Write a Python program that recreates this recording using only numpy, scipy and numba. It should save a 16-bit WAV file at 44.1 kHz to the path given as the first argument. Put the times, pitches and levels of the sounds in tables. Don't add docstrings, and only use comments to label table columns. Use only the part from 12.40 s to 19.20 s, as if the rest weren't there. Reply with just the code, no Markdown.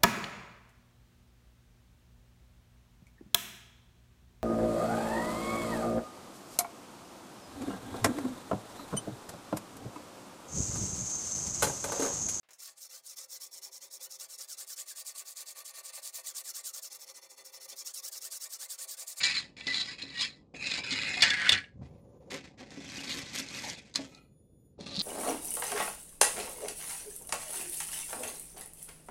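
import sys
import numpy as np
from scipy import signal
from scipy.fft import rfft, irfft, next_fast_len
from scipy.io import wavfile
from numba import njit

SR = 44100
rng = np.random.default_rng(int(sys.argv[2]) if len(sys.argv) > 2 else 0)


def bounce(signal):
    frames = np.transpose(np.atleast_2d(signal))
    limited = np.clip(frames, -1, 1)
    pcm = np.round(limited * 32767).astype(np.int16)
    wavfile.write(sys.argv[1], SR, pcm)


N = 299880
TIME = np.arange(N) / SR

# frequency in Hz, relative level in dB at the heel, at the belly.
RASP_SPECTRUM = [(404, -66, -40), (1570, -13.5, -52), (2880, -41.5, -13), (3940, -4, -6), (4570, -10, -2),
                 (5480, 5.5, -4.5), (5980, 2, -3), (7040, 6.5, 5.5), (7060, 2, 3.5), (8930, -2.5, -0.5),
                 (9800, 0, -1), (11830, -10.5, -10.5), (13700, -4.5, -6), (16000, -5, -5.5)]
PUSH_BLADE_DB, PUSH_BENCH_DB = 1.5, 1.2


def undb(db):
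    return 10 ** (np.asarray(db) / 20)


def unit(x):
    return x / np.sqrt(np.mean(x ** 2))


def curve(points):
    return np.interp(TIME, *np.transpose(points))


def walk(knots_per_s):
    knots = rng.standard_normal(N // 10)
    return np.sqrt(3 / 2) * np.interp(TIME * knots_per_s, np.arange(len(knots)), knots)


def band(x, lo_hz, hi_hz):
    sos = signal.butter(2, [lo_hz, min(hi_hz, SR / 2 - 100)], "band", fs=SR, output="sos")
    return signal.sosfilt(sos, x)


def colour(x, hz, db):
    size = next_fast_len(N + SR // 10)
    bins_hz = np.maximum(np.fft.rfftfreq(size, 1 / SR), 1)
    gain = undb(np.interp(np.log(bins_hz), np.log(hz), db))
    return irfft(rfft(x, size) * gain, size)[:N]


def tail(t60_s, lo_hz, hi_hz):
    t = TIME[:SR // 2]
    response = rng.standard_normal(len(t)) * np.exp(-np.log(1000) * t / t60_s)
    return band(response / np.linalg.norm(response), lo_hz, hi_hz)


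@njit
def resonance(x, hz, width_hz):
    y, band_state, low_state = np.empty(len(x)), 0., 0.
    for i in range(len(x)):
        g = np.tan(np.pi * min(hz[i], .45 * SR) / SR)
        damping = width_hz / hz[i]
        v = (band_state + g * (x[i] + 1e-18 - low_state)) / (1 + g * (g + damping))
        band_state = 2 * v - band_state
        low_state = low_state + 2 * g * v
        y[i] = damping * v
    return y


def ring(x, modes, along):
    out = np.zeros(N)
    for k, (hz, width_hz, heel_db, belly_db) in enumerate(modes):
        drive = x * undb(heel_db + (belly_db - heel_db) * along)
        out += (-1) ** k * resonance(drive, np.full(N, float(hz)), float(width_hz))
    return out


def motion(fastest_share=.48, lopsided_share=.22, settle_s=1.7, scatter_share=.03, scatter_db=0.42):
    # time in s, strokes done.
    pace = [(.179, 0), (.35, 1), (.754, 4), (.994, 6), (1.209, 8), (2.735, 24), (3.049, 27), (3.611, 33),
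            (3.932, 36), (4.324, 40), (4.583, 43), (5.034, 49), (5.352, 53), (5.705, 57), (6.848, 69)]
    # time in s, effort in dB before scatter.
    effort = [(.26, -8.5), (.69, -6), (1.15, -6.5), (1.42, -9), (1.73, -4.5), (2.45, -2.04), (3.33, -4.5),
              (3.6, -3.5), (4.08, .6), (4.45, -2.5), (4.68, -10.5), (4.83, -15), (5.0, -15), (5.25, -7.5),
              (5.52, -0.65), (6.8, -1.15)]
    times, done = np.transpose(pace)
    number = np.arange(int(done[-1]))
    turns = np.interp(np.arange(len(number) + 1), done, times)
    starts, lengths = turns[:-1], np.diff(turns)
    sense = (-1.) ** number
    timing, strength = rng.standard_normal((len(number), 2)).T
    lopsided = sense * lopsided_share * np.exp(-(starts / settle_s) ** 2)
    fastest = fastest_share - lopsided + scatter_share * timing
    middles = starts + np.clip(fastest, .1, .9) * lengths
    marks = np.sort(np.concatenate([turns, middles]))
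    phase = np.interp(TIME, marks, np.arange(len(marks)) / 2)
    velocity, place = np.sin(np.pi * phase), -np.cos(np.pi * phase)
    length_s = np.interp(TIME, middles, lengths)
    effort_db = curve(effort) + scatter_db * np.interp(TIME, middles, strength)
    return np.sign(velocity), np.abs(velocity), place, length_s, effort_db


def contact(place, length_s, effort_db, swing_per_s=2.7, doubling_db=8.1, heel_end=.22, belly_start=.68):
    # time in s, place from heel 0 to belly 1.
    route = [(.5, .44), (1.0, .17), (1.4, .18), (1.8, .41), (2.2, .5), (3.0, 1), (3.7, .92), (4.0, .63),
             (4.35, .53), (4.8, .07), (5.2, .07), (5.5, .38), (6.1, .53), (6.8, .85)]
    centre = curve(route)
    swing = swing_per_s * length_s * 2 ** (effort_db / doubling_db) * place
    return centre, swing, np.interp(centre + swing, [heel_end, belly_start], [0, 1])


def grit(speed, grains_per_s=12000, spread_db=0.5, judder_db=1.0, patchy_db=1.95):
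    chance = np.clip(grains_per_s / SR * (.25 + speed), 0, 1)
    sizes = undb(spread_db * rng.exponential(size=N)) * rng.standard_normal(N)
    grains = (rng.random(N) < chance) * sizes / np.sqrt(chance)
    return unit(grains * undb(judder_db * walk(450) + patchy_db * walk(70)))


def rasp(force, brightness, along, steel_db=-6, steel_t60_s=.022):
    hz, heel_db, belly_db = np.transpose(RASP_SPECTRUM)
    scrape = colour(force * (1 - along), hz, heel_db) + colour(force * along, hz, belly_db)
    treble = signal.sosfiltfilt(signal.butter(2, 8000, "high", fs=SR, output="sos"), scrape)
    below = scrape - treble
    scrape = below * undb(-.25 * brightness) + treble * undb(0.17 * brightness)
    smear = signal.fftconvolve(scrape, tail(steel_t60_s, 1100, 18600))[:N]
    return scrape + undb(steel_db) * smear


def clumps(x, depth_db=2.6, knots_per_s=55):
    out, below = np.zeros(N), np.zeros(N)
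    for hz in np.geomspace(2000, 16000, num=12):
        low = signal.sosfiltfilt(signal.butter(8, hz, fs=SR, output="sos"), x)
        out += (low - below) * undb(depth_db * np.clip(walk(knots_per_s), -1.5, 1.5))
        below = low
    return out


def blade_ring(push, speed, sense, along, gain_db=12, speed_power=0.65):
    # frequency in Hz, width in Hz, drive in dB at the heel, drive in dB at the belly.
    blade_modes = [(1119, 53, 0.5, 2.5), (1186, 104, -2, -2.5), (1498, 58, -7, -5.5),
                   (1830, 57, -3.5, -2.5), (2024, 35, 4, -4.5), (2135, 62, -2.5, -4.5), (2327, 37.5, 3, 0),
                   (2610, 230, -7, -7), (3522, 44, 6, -3), (3913, 53, -13.5, -3), (4370, 88, 6, 1.5),
                   (5660, 46, -11, -11), (6190, 85, 3, -3), (10120, 300, 1.5, -3)]
    # time in s, drive level in dB before gain and push.
    blade_level = [(.2, -61.5), (1.1, -63), (2.05, -59.5), (2.4, -56.5), (3.5, -52), (4.15, -55.5),
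                   (4.6, -60), (4.95, -61), (5.2, -58.5), (6.0, -56.5), (6.8, -56)]
    level_db = curve(blade_level) + PUSH_BLADE_DB * sense + gain_db
    return ring(push * speed ** speed_power * undb(level_db), blade_modes, along)


def gliding_modes(push, speed, sense, effort_db, centre, swing, heel_hz=900, belly_hz=2500):
    # frequency ratio, share of the swing followed, width in Hz, relative level in dB.
    span_modes = [(1, 1, 35, -3.5), (2.12, .7, 40, -3), (3.0, .6, 70, 1), (4.15, .55, 110, 5),
                  (4.9, .5, 140, 5)]
    level_db = -60 + 1.4 * effort_db + PUSH_BLADE_DB * sense
    force = push * speed * undb(level_db)
    out = np.zeros(N)
    for ratio, share, width_hz, db in span_modes:
        hz = ratio * heel_hz * (belly_hz / heel_hz) ** (centre + share * swing)
        width_gain = np.sqrt(SR / (np.pi * width_hz))
        out += undb(db) * width_gain * resonance(force, hz, float(width_hz))
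    return out


def bench_ring(push, speed, sense, place, along, gain_db=19, speed_power=0.36, lever_db=0.5):
    # frequency in Hz, width in Hz, drive in dB at the heel, at the belly.
    bench_modes = [(158, 11, -11.5, -21), (258.7, 29, -14, -22.5), (347, 28, -9.5, -20),
                   (390.5, 15, -1, -5.5), (531.3, 25, 7, 3), (590, 56.5, -6, -2), (660.6, 46, -5, 0.5),
                   (818.4, 31.5, 0, -1), (967, 72, -2.5, -3.5)]
    # time in s, drive level in dB before gain, push and leverage.
    bench_level = [(.2, -73.5), (.95, -70), (1.3, -66), (1.6, -65.5), (1.85, -68.5), (3.0, -67),
                   (3.55, -63.5), (4.4, -67.5), (5.0, -65), (5.9, -66.5), (6.8, -65.5)]
    level_db = curve(bench_level) + PUSH_BENCH_DB * sense + lever_db * place
    drive = push * speed ** speed_power * undb(level_db) + bumps()
    return ring(drive * undb(gain_db), bench_modes, along)


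def bumps(t60_s=0.058):
    # start in s, level in dB before the bench gain.
    knocks = [(1.25, -64), (3.173, -57), (3.578, -51.5), (3.784, -49.5), (4.848, -73), (6.63, -57)]
    envelope = np.zeros(N)
    for s, db in knocks:
        age_s = np.maximum(TIME - s, 0)
        envelope += (TIME > s) * undb(db - 60 * age_s / t60_s)
    return envelope * rng.standard_normal(N)


def touches(knock_t60_s=0.24, grit_t60_s=0.097):
    # start in s, knock level in dB, grit level in dB.
    contacts = [(0.031, -70, -83), (0.088, -63, -63), (0.107, -69, -53), (0.133, -86, -51)]
    knock, crush = np.zeros(N), np.zeros(N)
    for s, knock_db, grit_db in contacts:
        age_s = np.maximum(TIME - s, 0)
        knock += (TIME > s) * undb(knock_db - 60 * age_s / knock_t60_s)
        crush += (TIME > s) * undb(grit_db - 60 * age_s / grit_t60_s)
    hz, heel_db, _ = np.transpose(RASP_SPECTRUM)
    knock_noise = unit(band(rng.standard_normal(N), 480, 3100))
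    grit_noise = unit(colour(rng.standard_normal(N), hz, heel_db))
    return knock * knock_noise + crush * grit_noise


def workshop(x, low_db=-8, low_t60_s=.25, high_db=-24, high_t60_s=.35):
    middle, treble = tail(low_t60_s, 120, 2200), tail(high_t60_s, 2500, 16000)
    return x + signal.fftconvolve(x, undb(low_db) * middle + undb(high_db) * treble)[:N]


def hush(level_db=-90):
    # frequency in Hz, relative level in dB.
    air_spectrum = [(25, -45), (55, -30), (110, -11.5), (160, -12), (230, -15), (500, -18.5), (1500, -29.5),
                    (16000, -26.5)]
    return undb(level_db) * unit(colour(rng.standard_normal(N), *np.transpose(air_spectrum)))


def scene(rasp_gain_db=-36, bite=1.334, rasp_power=1.82):
    sense, speed, place, length_s, effort_db = motion()
    centre, swing, along = contact(place, length_s, effort_db)
    cutting = grit(speed) * np.tanh(bite * speed ** rasp_power)
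    brightness = 2.2 + 0.33 * effort_db
    edge = clumps(rasp(cutting * undb(effort_db + rasp_gain_db), brightness, along))
    push = grit(speed)
    blade = blade_ring(push, speed, sense, along)
    chirps = gliding_modes(push, speed, sense, effort_db, centre, swing)
    bench = bench_ring(push, speed, sense, place, along)
    sources = edge + band(blade + chirps, 600, 16000) + band(bench, 140, 1600) + touches()
    return (workshop(sources) + hush())[None]


def record(dry, top_hz=15850):
    return signal.sosfilt(signal.ellip(12, .2, 80, top_hz, fs=SR, output="sos"), dry)


dry = scene()
out = record(dry)
bounce(out)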